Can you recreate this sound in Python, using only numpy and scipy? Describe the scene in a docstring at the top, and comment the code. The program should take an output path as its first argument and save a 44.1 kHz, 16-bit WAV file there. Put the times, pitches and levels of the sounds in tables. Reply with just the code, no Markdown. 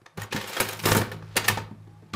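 """A mechanical slot machine in a quiet room, whose air is a faint shaped noise throughout.
The lever is pulled and the works grind and clack: bursts of tiny metal contacts, with ringing parts.
The hollow cabinet booms: low pushes excite its resonances, and two long low tones swell and beat.
The reels are kicked off and spin while latches drop; late on they give a thin rising whine.
A short echo of the room follows the clatter and whine, and more weakly the rings."""
import sys
import numpy as np
from scipy import signal
from scipy.fft import rfft, irfft
from scipy.io import wavfile

SR = 44100
rng = np.random.default_rng(int(sys.argv[2]) if len(sys.argv) > 2 else 0)


def master(y):
    """Save y as 16-bit WAV."""
    cut = np.clip(np.atleast_2d(y).T, -1, 1)
    pcm = np.round(cut * 32767)  # scale
    wavfile.write(sys.argv[1], SR, pcm.astype(np.int16))


N = 94815  # length in samples


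def from_db(db):
    """Turn decibels into a factor that multiplies the wave."""
    return 10 ** (np.asarray(db) / 20)


def rms_one(x):
    """Scale a sound to an average (rms) strength of one."""
    return x / np.sqrt(np.mean(x ** 2) + 1e-20)


def in_time(rows):
    """Draw straight lines between the rows of a table, giving each column a value at every sample."""
    s, *columns = np.transpose(rows)
    return [np.interp(np.arange(N) / SR, s, c) for c in columns]


def at_hz(points, hz):
    """Read a table between its rows, with pitch spaced as the ear hears it (logarithmic)."""
    table_hz, values = np.array(points).T
    return np.interp(np.log(hz), np.log(table_hz), values)


def band(x, low_hz, high_hz):
    """Keep mainly what lies between two frequencies."""
    edges = [low_hz, min(high_hz, .45 * SR)]
    return signal.sosfilt(signal.butter(2, edges, "band", fs=SR, output="sos"), x)


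def modes(x, table):
    """Let x excite several fading resonances; noise of unit rms brings each to its own level."""
    out = 0
    for hz, db, t60 in table:
        r = from_db(-60 / (max(t60, .005) * SR))  # what is left after one sample
        w = 2 * np.pi * hz / SR
        ring = signal.lfilter([0, np.sin(w)], [1, -2 * r * np.cos(w), r * r], x)
        out = out + from_db(db) * np.sqrt(1 - r * r) * ring
    return out


def waver(depth_db):
    """Make a gain that drifts up and down at random, a few to some tens of times a second."""
    return from_db(depth_db * rms_one(band(rng.standard_normal(N), 3.3, 26)))


def grains():
    """Rubbing metal: thousands of tiny contacts of uneven size that come in clumps, at unit rms."""
    grains_per_s, spread_db = 5000, 3
    clump_db, clumps_per_s = 1.5, 43.4  # the second is the fastest clumping
    sizes = from_db(spread_db * np.minimum(rng.exponential(1, N), 5)) * rng.choice([-1, 1], N)
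    clumps = rms_one(band(rng.standard_normal(N), clumps_per_s / 4, clumps_per_s))
    contacts = rng.random(N) < grains_per_s / SR
    return rms_one(sizes * from_db(clump_db * clumps) * contacts)


def air():
    """The quiet of the room: steady random noise, made louder or softer at each frequency."""
    # colour of the noise before it is scaled as a whole: f/Hz, level/dB per Hz
    air_colour = [(15, -23), (25, 3), (140, -9.5), (552, 7), (919, 6.5), (2490, -5), (2920, -12),
                  (11500, -14), (15500, -35)]
    air_db = -67
    hz = np.maximum(np.arange(N // 2 + 1) * SR / N, 10)
    noise = irfft(rfft(rng.standard_normal(N)) * from_db(at_hz(air_colour, hz)), N)
    return from_db(air_db) * rms_one(noise)


def hum():
    """The cabinet's two long low rings as swelling sines, with a shudder and a rumble beside them."""
    # swells of the two rings: t/s, lower level/dB, upper level/dB
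    hum_swells = [(0,-69,-106), (.165,-76,-57.5), (.185,-40.5,-34), (.24,-36,-91), (.29,-60,-66),
                  (.36,-40,-35), (.42,-45.5,-65), (.58,-70,-59), (.63,-48,-60), (.72,-47.5,-54),
                  (.82,-47,-48.5), (.87,-33,-31.5), (1.01,-30.5,-36), (1.07,-42,-73), (1.14,-43.5,-41),
                  (1.35,-45,-53.5), (1.38,-39.5,-47.5), (1.46,-44.5,-53), (1.53,-28.5,-47.5),
                  (1.575,-43,-50), (1.61,-35,-43), (1.72,-54,-57.5), (1.78,-46,-55), (2.12,-56.5,-56.5),
                  (2.15,-52,-33.5)]
    # pitch of the lower and the upper ring: f/Hz
    hum_pitches = (104.5, 159.4)
    shudder_db, murmur_db = -16, -10.5  # relative to the lower and the upper ring
    t = np.arange(N) / SR
    levels = from_db(in_time(hum_swells))
    shudder = from_db(shudder_db) * levels[0] * rms_one(band(rng.standard_normal(N), 22, 55))
    murmur = from_db(murmur_db) * levels[1] * rms_one(band(grains(), 190, 420))
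    out = shudder + murmur
    for hz, level in zip(hum_pitches, levels):
        sine = np.sin(2 * np.pi * (hz * t + rng.random()))  # starts anywhere in its cycle
        out = out + np.sqrt(2) * level * waver(1.8) * sine
    return out


def force():
    """Clacks and grinding set how hard parts touch in four registers; clacks also push, click and ring."""
    # clacks of the works, before the trims and shortest times below: t/s, peak level/dB, then
    # relative to the peak boom/dB, knock/dB, sizzle/dB, then rise/s, time to fall by 60 dB/s,
    # ring of the struck part f/Hz, ring level relative to the peak/dB
    clacks = [(0.016,-50,0,-2,-26,0.0033,0.038,350,-2), (0.061,-35,-14.5,-3.5,-35,0.0053,0.04,1790,-11),
              (0.174,-27.5,-14,-5,-13,0.0036,0.1,376,-8), (0.218,-22.5,-42,-13,-5,0.0022,0.031,1875,-5.5),
              (.23,-28.5,-7,-2,-11,0.0021,0.1,6900,-9), (0.311,-29,-10.5,-40,-28,0.011,0.32,2480,-1),
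              (0.325,-14.5,-24,-10.5,-22,.0026,0.081,2360,-34), (0.347,-29,-2,1,-9,0.0023,0.2,250,4),
              (0.363,-13.5,-11,-11.5,-19,0.0013,0.086,1710,-12),
              (0.412,-21,-22,-16,-20,.002,0.15,936,-13.5), (0.441,-25.5,-19,-17,-16,0.0022,0.052,1790,-16),
              (0.474,-26.5,-21,-27,-5,0.0047,0.11,2840,-12.5), (0.496,-35,-32,-1,2,0.0031,0.16,590,-4),
              (0.531,-18,-36,-39.5,-20,0.0022,0.21,3100,-24.5),
              (.567,-13.5,-43,-7,-23.5,0.0035,0.11,3250,-17), (.601,-7,-14,-7.5,-6.5,0.0049,0.093,547,-7.5),
              (0.653,-28,-21,-28.5,-8,0.0021,0.081,2300,-24),
              (0.687,-20.5,-32,-10.5,-6.5,.001,0.15,2450,-10),
              (0.73,-17.5,-24.5,-14,-11,0.0034,0.036,1140,-22.5),
              (0.791,-24,-13,-19.5,-9.5,0.0026,0.19,1700,-26),
              (.836,-18,-13,-7.5,-31,0.0093,0.078,1140,-20), (.855,-11,-11.5,-6.5,-7,0.0019,0.32,420,-4),
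              (0.885,-14.5,-20,-11,-12,0.002,0.11,401,-16), (0.916,-4.5,-15.5,-11,-28,.005,0.057,526,-6.5),
              (0.948,-19,-0.5,4.5,1,0.0035,0.12,545,-5.5), (.966,-15,1.5,-11.5,-3.5,0.0024,0.18,9040,-13),
              (0.978,-17.5,-22,-3,-11,.0034,0.053,408,2.5), (1.014,-20,-13.5,-1.5,-22,.005,0.073,376,-2),
              (1.116,-26,-13,-3,-15,.001,0.11,1770,-4), (1.224,-46,16,7.5,-34.5,0.004,0.021,874,-12),
              (1.357,-24,-9,-12.5,-12.5,.003,0.5,536,0.5), (1.366,-1,-28,-12,-13,.0017,0.075,10200,-19),
              (1.443,-17.5,-18.5,-12.5,-23,0.00054,0.16,6470,-14.5),
              (1.482,-2,-23,-16,-9.5,.005,0.055,1795,-9), (1.497,-14,-13,-9,-13.5,0.0026,0.11,955,-8),
              (1.573,-19,-7.5,-5.5,-26.5,.001,0.11,950,-1), (1.711,-51,21.5,-16,-20,0.0018,0.062,922,4),
              (1.871,-55.5,13.5,-2,-28,0.0062,0.11,412,5.5),
              (2.022,-61.5,19.5,1,-19.5,0.0056,0.18,430,13.5),
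              (2.135,-21.5,-3,-13,-35,0.0063,0.18,1147,-6.5)]
    # grinding of gears and whirr of reels: t/s, level/dB, sizzle relative to it/dB
    grind = [(0,-80,-10), (.16,-81,-16), (.2,-37.5,-9), (.3,-76,-9), (.34,-41,-7), (.45,-40,-16),
             (.62,-39,1), (.74,-38.5,-9), (.81,-54.5,7.5), (.92,-32.5,6), (1.05,-46.5,-11),
             (1.2,-60.5,-11.5), (1.35,-52,-28.5), (1.5,-42.5,6), (1.68,-71.5,-4.5), (2.15,-66,-17)]
    boom_trim_db, knock_trim_db, snap_db, sizzle_trim_db = 3, -1, -6.5, -0.5
    rumble_db = -5.5  # grinding in the boom register, relative to its level
    crack_db, crack_t60 = -5, 0.051  # dB, s: extra sharpness around the top of each clack
    click_db = 0  # first touch, relative to the peak
    part_cycles = 260  # a struck part rings for so many cycles, within limits

    power, rings, pushes = np.zeros((4, N)), np.zeros(N), np.zeros((2, N))
    t = np.arange(SR // 3) / SR
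    noise = rng.standard_normal(N + len(t))
    for s, db, boom_db, knock_db, sizzle_db, rise, t60, hz, ring_db in clacks:
        rise = max(rise, .0003)
        shape = np.minimum(t / rise, 1) * from_db(-60 * np.maximum(t - rise, 0) / max(t60, .01))
        sharp = from_db(crack_db - 60 * np.abs(t - rise) / max(crack_t60, .003))
        crack = shape * (1 + sharp) / 2
        shapes = np.array([shape, shape, crack, crack])
        gains = from_db(db + np.array([boom_db + boom_trim_db, knock_db + knock_trim_db,
                                       snap_db, sizzle_db + sizzle_trim_db]))
        i = int((s - rise / 2) * SR)
        power[:, i:i + len(t)] += (gains[:, None] * shapes[:, :N - i]) ** 2

        ring_t60 = np.clip(part_cycles / hz, .02, .045)
        ring = modes(shape ** 4 * noise[i:i + len(t)], [(hz, 0, ring_t60)])
        ring = ring / np.abs(ring).max()
        rings[i:i + len(t)] += from_db(db + ring_db) * ring[:N - i]
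        # one-sample blows, up or down at random
        pushes[:, int(s * SR)] = np.array([gains[0], from_db(db + click_db)]) * np.sign(noise[i])
    db, treble_db = in_time(grind)
    power += from_db([db + rumble_db, db, db, db + treble_db]) ** 2
    return np.sqrt(power), pushes, rings


def teeth(strength):
    """Levers and gear teeth: scattered ticks each set a small metal part ringing."""
    # rings of levers and gear teeth: f/Hz
    teeth_pitches = [2250, 2795, 3116, 3935, 5286, 5540, 6600, 7170, 7680, 9300, 10250, 12300, 14200]
    cycles, level_db, ticks_per_s = 200, -5, 120  # the last for each pitch
    out = 0
    for hz in teeth_pitches:
        ticks = rng.standard_normal(N) * (rng.random(N) < ticks_per_s / SR)
        out = out + modes(rms_one(ticks) * strength + 1e-18, [(hz, level_db, cycles / hz)])
    return out / np.sqrt(len(teeth_pitches))


def works():
    """Contacts from dull to bright drive the cabinet and the frame; returns the clatter and the rings."""
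    # short booms of the cabinet, before its overall gain: f/Hz, level/dB, time to fall by 60 dB/s
    cabinet = [(132.3, 3, 0.095), (222.7, -2, 0.095)]
    # rings of frame and panels, before their overall gain: f/Hz, level/dB, time to fall by 60 dB/s
    frame = [(374, -14, 0.31), (419.7, 1, 0.12), (537.3, 2.5, 0.049), (927, -1.5, 0.1), (1214, -11, 0.048),
             (1870, -2.5, 0.12), (2630, -4, 0.0074), (4310, -13.5, .05)]
    cabinet_db, frame_db, thump_db = -23.5, -22, 34.5
    (boom, knock, snap, sizzle), (pushes, clicks), part_rings = force()
    metal = rms_one(band(grains(), 400, 1555)) * knock
    metal = metal + rms_one(band(grains(), 1190, 4640)) * snap
    metal = metal + rms_one(band(grains(), 5500, 17000)) * sizzle
    metal = metal + band(clicks + 1e-18, 900, 9000)

    rumble = 0.42 * rms_one(band(rng.standard_normal(N), 90, 330)) * boom
    push = rumble + from_db(thump_db) * band(pushes + 1e-18, 80, 300)
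    clatter = 0.6 * metal + 0.78 * band(push, 90.6, 480) + from_db(cabinet_db) * modes(push, cabinet)
    rings = from_db(frame_db) * modes(metal, frame) + part_rings + teeth(np.sqrt(snap * sizzle))
    return clatter, rings


def whine():
    """The spinning reels' thin rising tone, with an unsteady second tone at an uneven multiple of it."""
    # pitch and level of the whine: t/s, f/Hz, level/dB
    whine_course = [(1.75, 790, -85.5), (1.9, 810, -66), (1.97, 830, -64), (2.03, 845, -82),
                    (2.1, 870, -67)]
    # added tones: multiple of the pitch, level relative to the main tone/dB
    whine_partials = [(1.41, -7.5)]
    hz, db = in_time(whine_course)
    turns = 2 * np.pi * np.cumsum(hz) / SR
    tone = np.sin(turns)
    for multiple, partial_db in whine_partials:
        tone = tone + from_db(partial_db) * waver(3.4) * np.sin(multiple * turns)
    return np.sqrt(2) * from_db(db) * tone


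def room(x):
    """Echo of the room: a smear of fading noise, in bands that each die away at their own speed."""
    # how long the echo lasts: f/Hz, time to fall by 60 dB/s
    room_t60 = [(100, 0.29), (500, 0.5), (2000, 0.36), (6000, 0.27), (14000, 0.07)]
    build_up = 0.012  # s
    t = np.arange(SR) / SR
    edges = 40 * 2 ** np.arange(0, 9.1)  # Hz, an octave apart
    tail = 0
    for low, high in zip(edges, edges[1:]):
        fade = from_db(-60 * t / at_hz(room_t60, np.sqrt(low * high)))
        tail = tail + band(rng.standard_normal(SR), low, high) * fade
    tail = tail * np.minimum(t / build_up, 1)
    return signal.fftconvolve(x, tail / np.sqrt(np.sum(tail ** 2)))[:N]


def scene():
    """Add up the machine, its echo and the room's quiet."""
    room_db, ring_share = -12, 0.18  # echo level; how much of the rings enters the echo
    clatter, rings = works()
    clatter = band(clatter, 69, 20000) + whine()
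    echo = from_db(room_db) * room(clatter + ring_share * rings)
    return (clatter + rings + echo + hum() + air())[None]


def record(dry):
    """Cut the very top: from 15950 Hz up, all is at least 60 dB weaker."""
    return signal.sosfilt(signal.cheby2(20, 60, 15950, fs=SR, output="sos"), dry)


dry = scene()
out = record(dry)
master(out)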